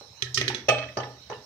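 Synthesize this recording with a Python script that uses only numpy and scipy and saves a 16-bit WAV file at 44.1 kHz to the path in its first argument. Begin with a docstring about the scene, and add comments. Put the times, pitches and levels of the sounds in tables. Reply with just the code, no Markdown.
"""Outdoor hiss and a low rumble, made of shaped noise, run throughout; a faint landing in a metal pot opens.
Then a steel knife taps and drags over a plastic board: noise cracks and slips, with ringing sines.
Near the middle the board's edge clangs and chatters on the pot's rim: ringing sines, noise and random bumps.
Light ticks and knocks are scattered from the taps on; later, meat drops into the pot in two soft clusters.
Nearby walls echo it all; two unlike microphone ports hear it."""
import sys
import numpy as np
from scipy import signal
from scipy.fft import rfft, irfft, next_fast_len
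from scipy.io import wavfile
from scipy.ndimage import uniform_filter1d

SR = 44100
rng = np.random.default_rng(int(sys.argv[2]) if len(sys.argv) > 2 else 0)


def boost_factor(decibels):
    """Convert a level in decibels to a linear amplitude factor."""
    exponent = np.asarray(decibels, float) / 20
    return 10 ** exponent


def to_wav(sig):
    """Store sig (one row per channel, or 1-D mono) as 16-bit WAV at the path in sys.argv[1].

    Samples outside -1..1 are clipped; the rate is SR.
    """
    pcm = np.clip(np.atleast_2d(sig), -1, 1) * 32767
    pcm = np.round(pcm).astype(np.int16)
    wavfile.write(sys.argv[1], SR, pcm.T)  # frames by channels


N = 63945  # samples in the scene

# slow bending of the plastic board: f/Hz, level/dB, time to fade by 60 dB t60/s
BOARD_LOW = [(81.5, -24, 1), (125.4, -8.5, 0.52), (378, -9, 0.17), (407, -6.5, 0.1), (833, -25, 0.032)]
# high ringing of board and blade: f/Hz, level/dB, t60/s
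BOARD_HIGH = [(1305, -8.5, 0.059), (1800, 3, 0.044), (1913, -3.5, 0.075), (2490, -5.5, 0.056),
              (3396, 0.5, 0.03), (3990, 0, 0.034), (6140, -11.5, 0.1)]
# ringing of the metal pot: f/Hz, level struck at the rim/dB, level struck inside/dB, t60/s
POT = [(126.1, -17, -18.5, 0.37), (276.7, -17.5, -24, 0.5), (421.4, -17, -3, 0.15), (499.2, -9, -6, 0.19),
       (593.6, 10, 0.5, 0.051), (615, 0.5, -21, 0.22), (693, -6, -22, 0.16), (832, -7, -8, 0.2),
       (1222.7, -2, -7.5, 0.15), (1765, -16, -13.5, 0.18), (2326, -10, -24, 0.2), (2575, -7.5, -33, 0.38),
       (3112, -4.5, -24, 0.057), (4280, -9.5, -41, 0.08), (4705, -21, -10.5, 0.054),
       (5560, -13, -12.5, 0.082), (6024, -8, -9, 0.044), (7920, -29, -41, 0.23)]
# the board's edge hits the rim: t/s, level/dB, contact time/s
CLANG = (.6832, -10.5, 0.0055)
# how alike a sound is at both ports: f/Hz, likeness from 0 to 1
ALIKE = [(100, 0.98), (400, 0.95), (1000, 0.59), (2000, 0.03), (5000, 0)]


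def unit(x):
    """Scale to an rms (average strength) of 1."""
    return x / np.sqrt(np.mean(x ** 2) + 1e-20)


def along(points, hz):
    """Read a curve of (f/Hz, value) points, evenly in pitch."""
    f, value = np.transpose(points)
    return np.interp(np.log(hz + 1), np.log(f + 1), value)


def filtered(x, response):
    """Change each frequency's strength and timing by a complex response."""
    n = x.shape[-1]
    padded = next_fast_len(n + 8192)
    return irfft(rfft(x, padded) * response(np.fft.rfftfreq(padded, 1 / SR)), padded)[..., :n]


def half_angle(hz):
    """Half the angle that sets two ports apart: small where they are alike."""
    return np.arccos(np.clip(along(ALIKE, hz), 0, 1)) / 2


def ported(pair, gain):
    """Two unrelated signals become left and right: alike in the bass, unlike in the treble."""
    mid, side = filtered(pair, lambda hz: gain(hz) * [np.cos(half_angle(hz)), np.sin(half_angle(hz))])
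    return np.array([mid + side, mid - side])


def noise(spectrum, length, centre_hz=None, octaves=1, top_loss_db=60):
    """Coloured stereo noise, rms 1 over its first 8 ms, optionally leaning to one pitch region."""
    def gain(hz):
        db = along(spectrum, hz)
        if centre_hz is not None:
            distance = np.log2((hz + 1) / centre_hz) / octaves
            most_loss = np.where(hz > centre_hz, top_loss_db, 80)
            db = db - np.minimum(6 * distance ** 2, most_loss)
        return boost_factor(db)

    burst = ported(rng.standard_normal((2, length)), gain)
    return burst / np.sqrt(np.mean(burst[:, :SR // 125] ** 2))


def ringing(modes, t, scatter_db):
    """Fading, slightly wavering sines; high ones reach the two ports at unlike phases."""
    hz, db, t60 = np.transpose(modes)[:, :, None]
    luck = rng.standard_normal((3, len(hz), 1))  # for level, starting phase and port phase
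    knots = rng.standard_normal((len(hz), 40))
    wander = np.array([np.interp(t * 75, np.arange(len(k)), k) for k in knots])  # 75 knots a second
    waver = 0.84 * np.clip(hz / 600, 0, 1) * wander  # low modes are steadier
    apart = half_angle(hz) * luck[2]
    size = boost_factor(db + scatter_db * luck[0] - 60 * t / t60) * np.exp(waver / 2) / 2
    phase = 2 * np.pi * hz * t + luck[1] + waver
    return np.array([(size * np.sin(phase + side * apart)).sum(axis=0) for side in (1, -1)])


def add(track, s, sound):
    """Mix a sound in at time s, in seconds."""
    track[:, round(s * SR):][:, :sound.shape[1]] += sound


def air():
    """Outdoor hiss and rumble: noise whose loudness varies in soft patches of time and pitch."""
    # colour of the air: f/Hz, level/dB
    air_colour = [(40, -28), (72, 3), (140, -4.5), (330, -18.5), (620, -9.5), (2400, -19.5), (3650, -15),
                  (3900, -4.5), (4800, -18), (5400, -9.5), (6400, -20), (7200, -25), (11000, -35),
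                  (14300, -30), (16400, -54)]
    z = signal.stft(rng.standard_normal((2, N)), nperseg=512)[2]
    patches = uniform_filter1d(rng.standard_normal(z.shape[1:]), 5, 0)  # smooth over pitch
    patches = uniform_filter1d(patches, 9, 1)  # smooth over time
    pair = signal.istft(z * boost_factor(3.9 * unit(patches)), nperseg=512)[1][:, :N]
    return boost_factor(-54) * unit(ported(pair, lambda hz: boost_factor(along(air_colour, hz))))


def yard(x):
    """Nearby walls answer with a fading noise tail, differently on each side."""
    # fading of the echo: f/Hz, t60/s
    wall_fade = [(150, 0.56), (1000, 0.39), (4000, 0.29), (12000, 0.18)]
    hz, t, z = signal.stft(rng.standard_normal((2, SR // 2)), SR, nperseg=256)
    tail = signal.istft(z * boost_factor(-60 * t / along(wall_fade, hz)[:, None]), SR, nperseg=256)[1]
    delayed = np.pad(x[:1], ((0, 0), (250, 0)))  # the left side, 250 samples late
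    echo = signal.fftconvolve(delayed, tail / np.linalg.norm(tail[0]), axes=1)
    return boost_factor(-8.5) * ported(echo[:, :N], np.ones_like)


def ticks():
    """Light ticks and knocks: short noises, each around one pitch."""
    # light ticks and knocks: t/s, level/dB, f/Hz
    light_hits = [(0.267, -31.5, 1730), (0.413, -29, 590), (.4995, -24, 862), (0.8343, -30.5, 1870),
                  (0.888, -35.5, 1880), (1.0007, -32.5, 2950), (1.032, -29, 1820), (1.327, -36.5, 2810),
                  (1.33, -38, 1790)]
    out, t = np.zeros((2, N + SR)), np.arange(SR // 4) / SR
    for s, db, hz in light_hits:
        hit = noise([(3600, 2), (5500, -34)], len(t), hz, octaves=0.12, top_loss_db=17.5)
        add(out, s, boost_factor(db - 60 * t / 0.036) * (1 - np.exp(-t / 0.0018)) * hit)
    return out[:, :N]


def landings():
    """Meat lands in the pot: a soft noise thud and the pot's ring from inside."""
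    # landings: t/s, ring level/dB, thud level over the ring/dB
    drops = [(.009, -40.5, 6.5), (0.9695, -18.5, 7), (.986, -28.5, 14), (1.002, -26.5, 9.5),
             (1.04, -31, 5.5), (1.2978, -25.5, 6.5), (1.312, -38, 17), (1.321, -33, 13), (1.334, -40, 11.5)]
    # colour of the soft thud: f/Hz, level/dB
    plop_colour = [(100, -23), (330, -12), (500, -1.5), (900, -7.5), (1300, -13), (2000, -21.5),
                   (3200, -28.5), (6000, -35.5), (9000, -59.5)]
    out, t = np.zeros((2, N + SR)), np.arange(SR * 2 // 5) / SR
    inside = np.delete(POT, 1, axis=1)
    loudest_db = max(drop[1] for drop in drops)
    for s, db, thud_db in drops:
        # softer landings wake the modes above 4500 Hz less
        modes = inside - np.outer(inside[:, 0] > 4500, [0, loudest_db - db, 0])
        thud = boost_factor(thud_db - 60 * t / 0.021) * noise(plop_colour, len(t))
        body = ringing(modes, t, scatter_db=3.0) + thud
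        add(out, s, boost_factor(db) * body * (1 - np.exp(-(t / 0.0027) ** 2)))
    return out[:, :N]


def chatter():
    """From the clang on, the edge chatters on the rim: fading random bumps ring a damped pot."""
    bumps_per_s, bumps_t60_s = 220, 0.48
    out, t = np.zeros((2, N + SR)), np.arange(SR * 2 // 5) / SR
    bumps = (rng.random((1, len(t))) < bumps_per_s / SR) * rng.standard_normal(len(t))
    bumps = bumps * boost_factor(-60 * t / bumps_t60_s)
    held = ringing(np.delete(POT, 2, axis=1), t, scatter_db=2.5) * boost_factor(-60 * t * 27)  # extra damping

    def middle(hz):
        """Light contacts ring the middle modes, around 2400 Hz."""
        return boost_factor(-15 - 10.3 * np.log2((hz + 1) / 2400) ** 2)

    add(out, CLANG[0], filtered(signal.fftconvolve(bumps, held, axes=1)[:, :len(t)], middle))
    return out[:, :N]


def clang():
    """The board's edge hits the pot's rim: the pot rings, with a noise thud and the board's bass."""
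    # colour of the hard thud: f/Hz, level/dB
    thud_colour = [(100, -30.5), (330, -20), (610, 3.5), (1000, -37), (2500, -11.5), (5000, -31.5),
                   (5900, -23.5), (7200, -35.5), (15200, -49.5), (16400, -60.5)]
    out, t = np.zeros((2, N + SR)), np.arange(SR * 2 // 5) / SR
    s, db, contact_s = CLANG
    body = ringing(np.delete(POT, 2, axis=1), t, scatter_db=1.25)
    body = body + boost_factor(5.5 - 60 * t / 0.062) * noise(thud_colour, len(t))
    body = body + boost_factor(-11.5) * ringing(BOARD_LOW, t, scatter_db=5.0)
    add(out, s, boost_factor(db) * body * (1 - np.exp(-(t / contact_s) ** 2)))
    return out[:, :N]


def drag():
    """Dense uneven slips of the blade's edge, partly ringing in the board's modes."""
    # loudness of the drag: t/s, level/dB
    stroke = [(0.2, -60), (0.278, -84), (0.4, -39.5), (0.504, -39), (0.608, -47.5), (0.68, -65)]
    # colour of the slips: f/Hz, level/dB
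    grit_colour = [(120, -41), (200, 1), (387, 5), (1020, -21), (1870, 4), (4040, -22.5), (6050, -11.5),
                   (6760, -41), (16000, -43)]
    s, db = np.transpose(stroke)
    level = boost_factor(np.interp(np.arange(N) / SR, s, db, left=-120, right=-120))
    slips_per_s = 2000
    slips = (rng.random(N) < slips_per_s / SR) * boost_factor(1.1 * rng.exponential(size=N))
    slips = unit((slips + 0.24) * rng.standard_normal((2, N)))  # 0.24: a steady scrape beneath the slips
    t = np.arange(SR // 4) / SR
    board = ringing(BOARD_HIGH, t, scatter_db=0) + boost_factor(-3) * ringing(BOARD_LOW, t, scatter_db=0)
    ring = signal.fftconvolve(level * slips[:1], board / np.linalg.norm(board[0]), axes=1)[:, :N]
    scrape = level * unit(ported(slips, lambda hz: boost_factor(along(grit_colour, hz))))
    return scrape + boost_factor(-17) * ring


def taps():
    """The blade strikes the board: a sharp noise crack, the board's high ring and its bending bass."""
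    # strikes: t/s, level/dB, board's bass level/dB, board's ring level/dB, crack t60/s, crack centre f/Hz
    strikes = [(0.2223, -14.5, -10, -6.5, 0.031, 3890), (0.3438, -18, -22, -44, 0.099, 5830),
               (0.374, -12, -5.5, -4, 0.054, 4120), (0.4124, -11.5, -9, -10.5, 0.02, 2820),
               (0.4796, -16, -8.5, -5.5, 0.061, 3940), (0.5007, -25.5, 1.5, -3, 0.0084, 3500),
               (0.546, -25.5, -2, 1, 0.067, 4100)]
    # colour of a crack: f/Hz, level/dB
    crack_colour = [(530, -63), (900, -23), (1570, -11), (1840, 6), (2920, -0.5), (4000, -3.5),
                    (5690, -4.5), (7520, -12.5), (15400, -32), (16400, -66)]
    out, t = np.zeros((2, N + SR)), np.arange(SR // 4) / SR
    onset = 1 - np.exp(-(t / 0.0004) ** 2)
    snap = 1 + boost_factor(-60 * t / 0.0013)  # the very start is stronger
    for s, db, bass_db, ring_db, crack_s, hz in strikes:
        crack = 0.46 * noise(crack_colour, len(t), hz, octaves=0.61, top_loss_db=7)
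        crack = crack * boost_factor(-60 * t / crack_s) * snap * onset
        ring = boost_factor(ring_db) * ringing(BOARD_HIGH, t, scatter_db=2.0) * (1 - np.exp(-t / 0.0004))
        bass = boost_factor(bass_db) * ringing(BOARD_LOW, t, scatter_db=4.5) * (1 - np.exp(-t / 0.001))
        add(out, s, boost_factor(db) * (crack + ring + bass))
    return out[:, :N]


def scene():
    """Knife, board and pot, with their echo, in the yard's air."""
    near = ticks() + landings() + chatter() + clang() + drag() + taps()
    return near + yard(near) + air()


def roll_off(x):
    """The treble ends steeply here."""
    return signal.sosfilt(signal.butter(12, 16500, fs=SR, output="sos"), x)


def record(dry):
    """Each port has its own colour, the left hears first, deep bass is cut and peaks round off."""
    # left port over right port: f/Hz, level/dB
    port_colour = [(400, -0.5), (1700, -3.5), (3100, -7.5), (4500, -13), (5900, -17), (6550, -15.5),
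                   (7250, 8), (8300, 7), (10500, -1), (12500, 5.5), (15500, -18)]
    left_lead_s, low_cut_hz = 0.0001, 61
    sides = np.array([[1], [-1]])

    def ports(hz):
        colour = boost_factor(sides * along(port_colour, hz) / 2)
        lead = np.exp(1j * np.pi * sides * hz * left_lead_s)
        return colour * lead / np.sqrt(1 + (low_cut_hz / (hz + 1)) ** 8)

    mix = 0.92 * np.tanh(filtered(dry, ports) / 0.87)
    return roll_off(mix)


dry = scene()
out = record(dry)
to_wav(out)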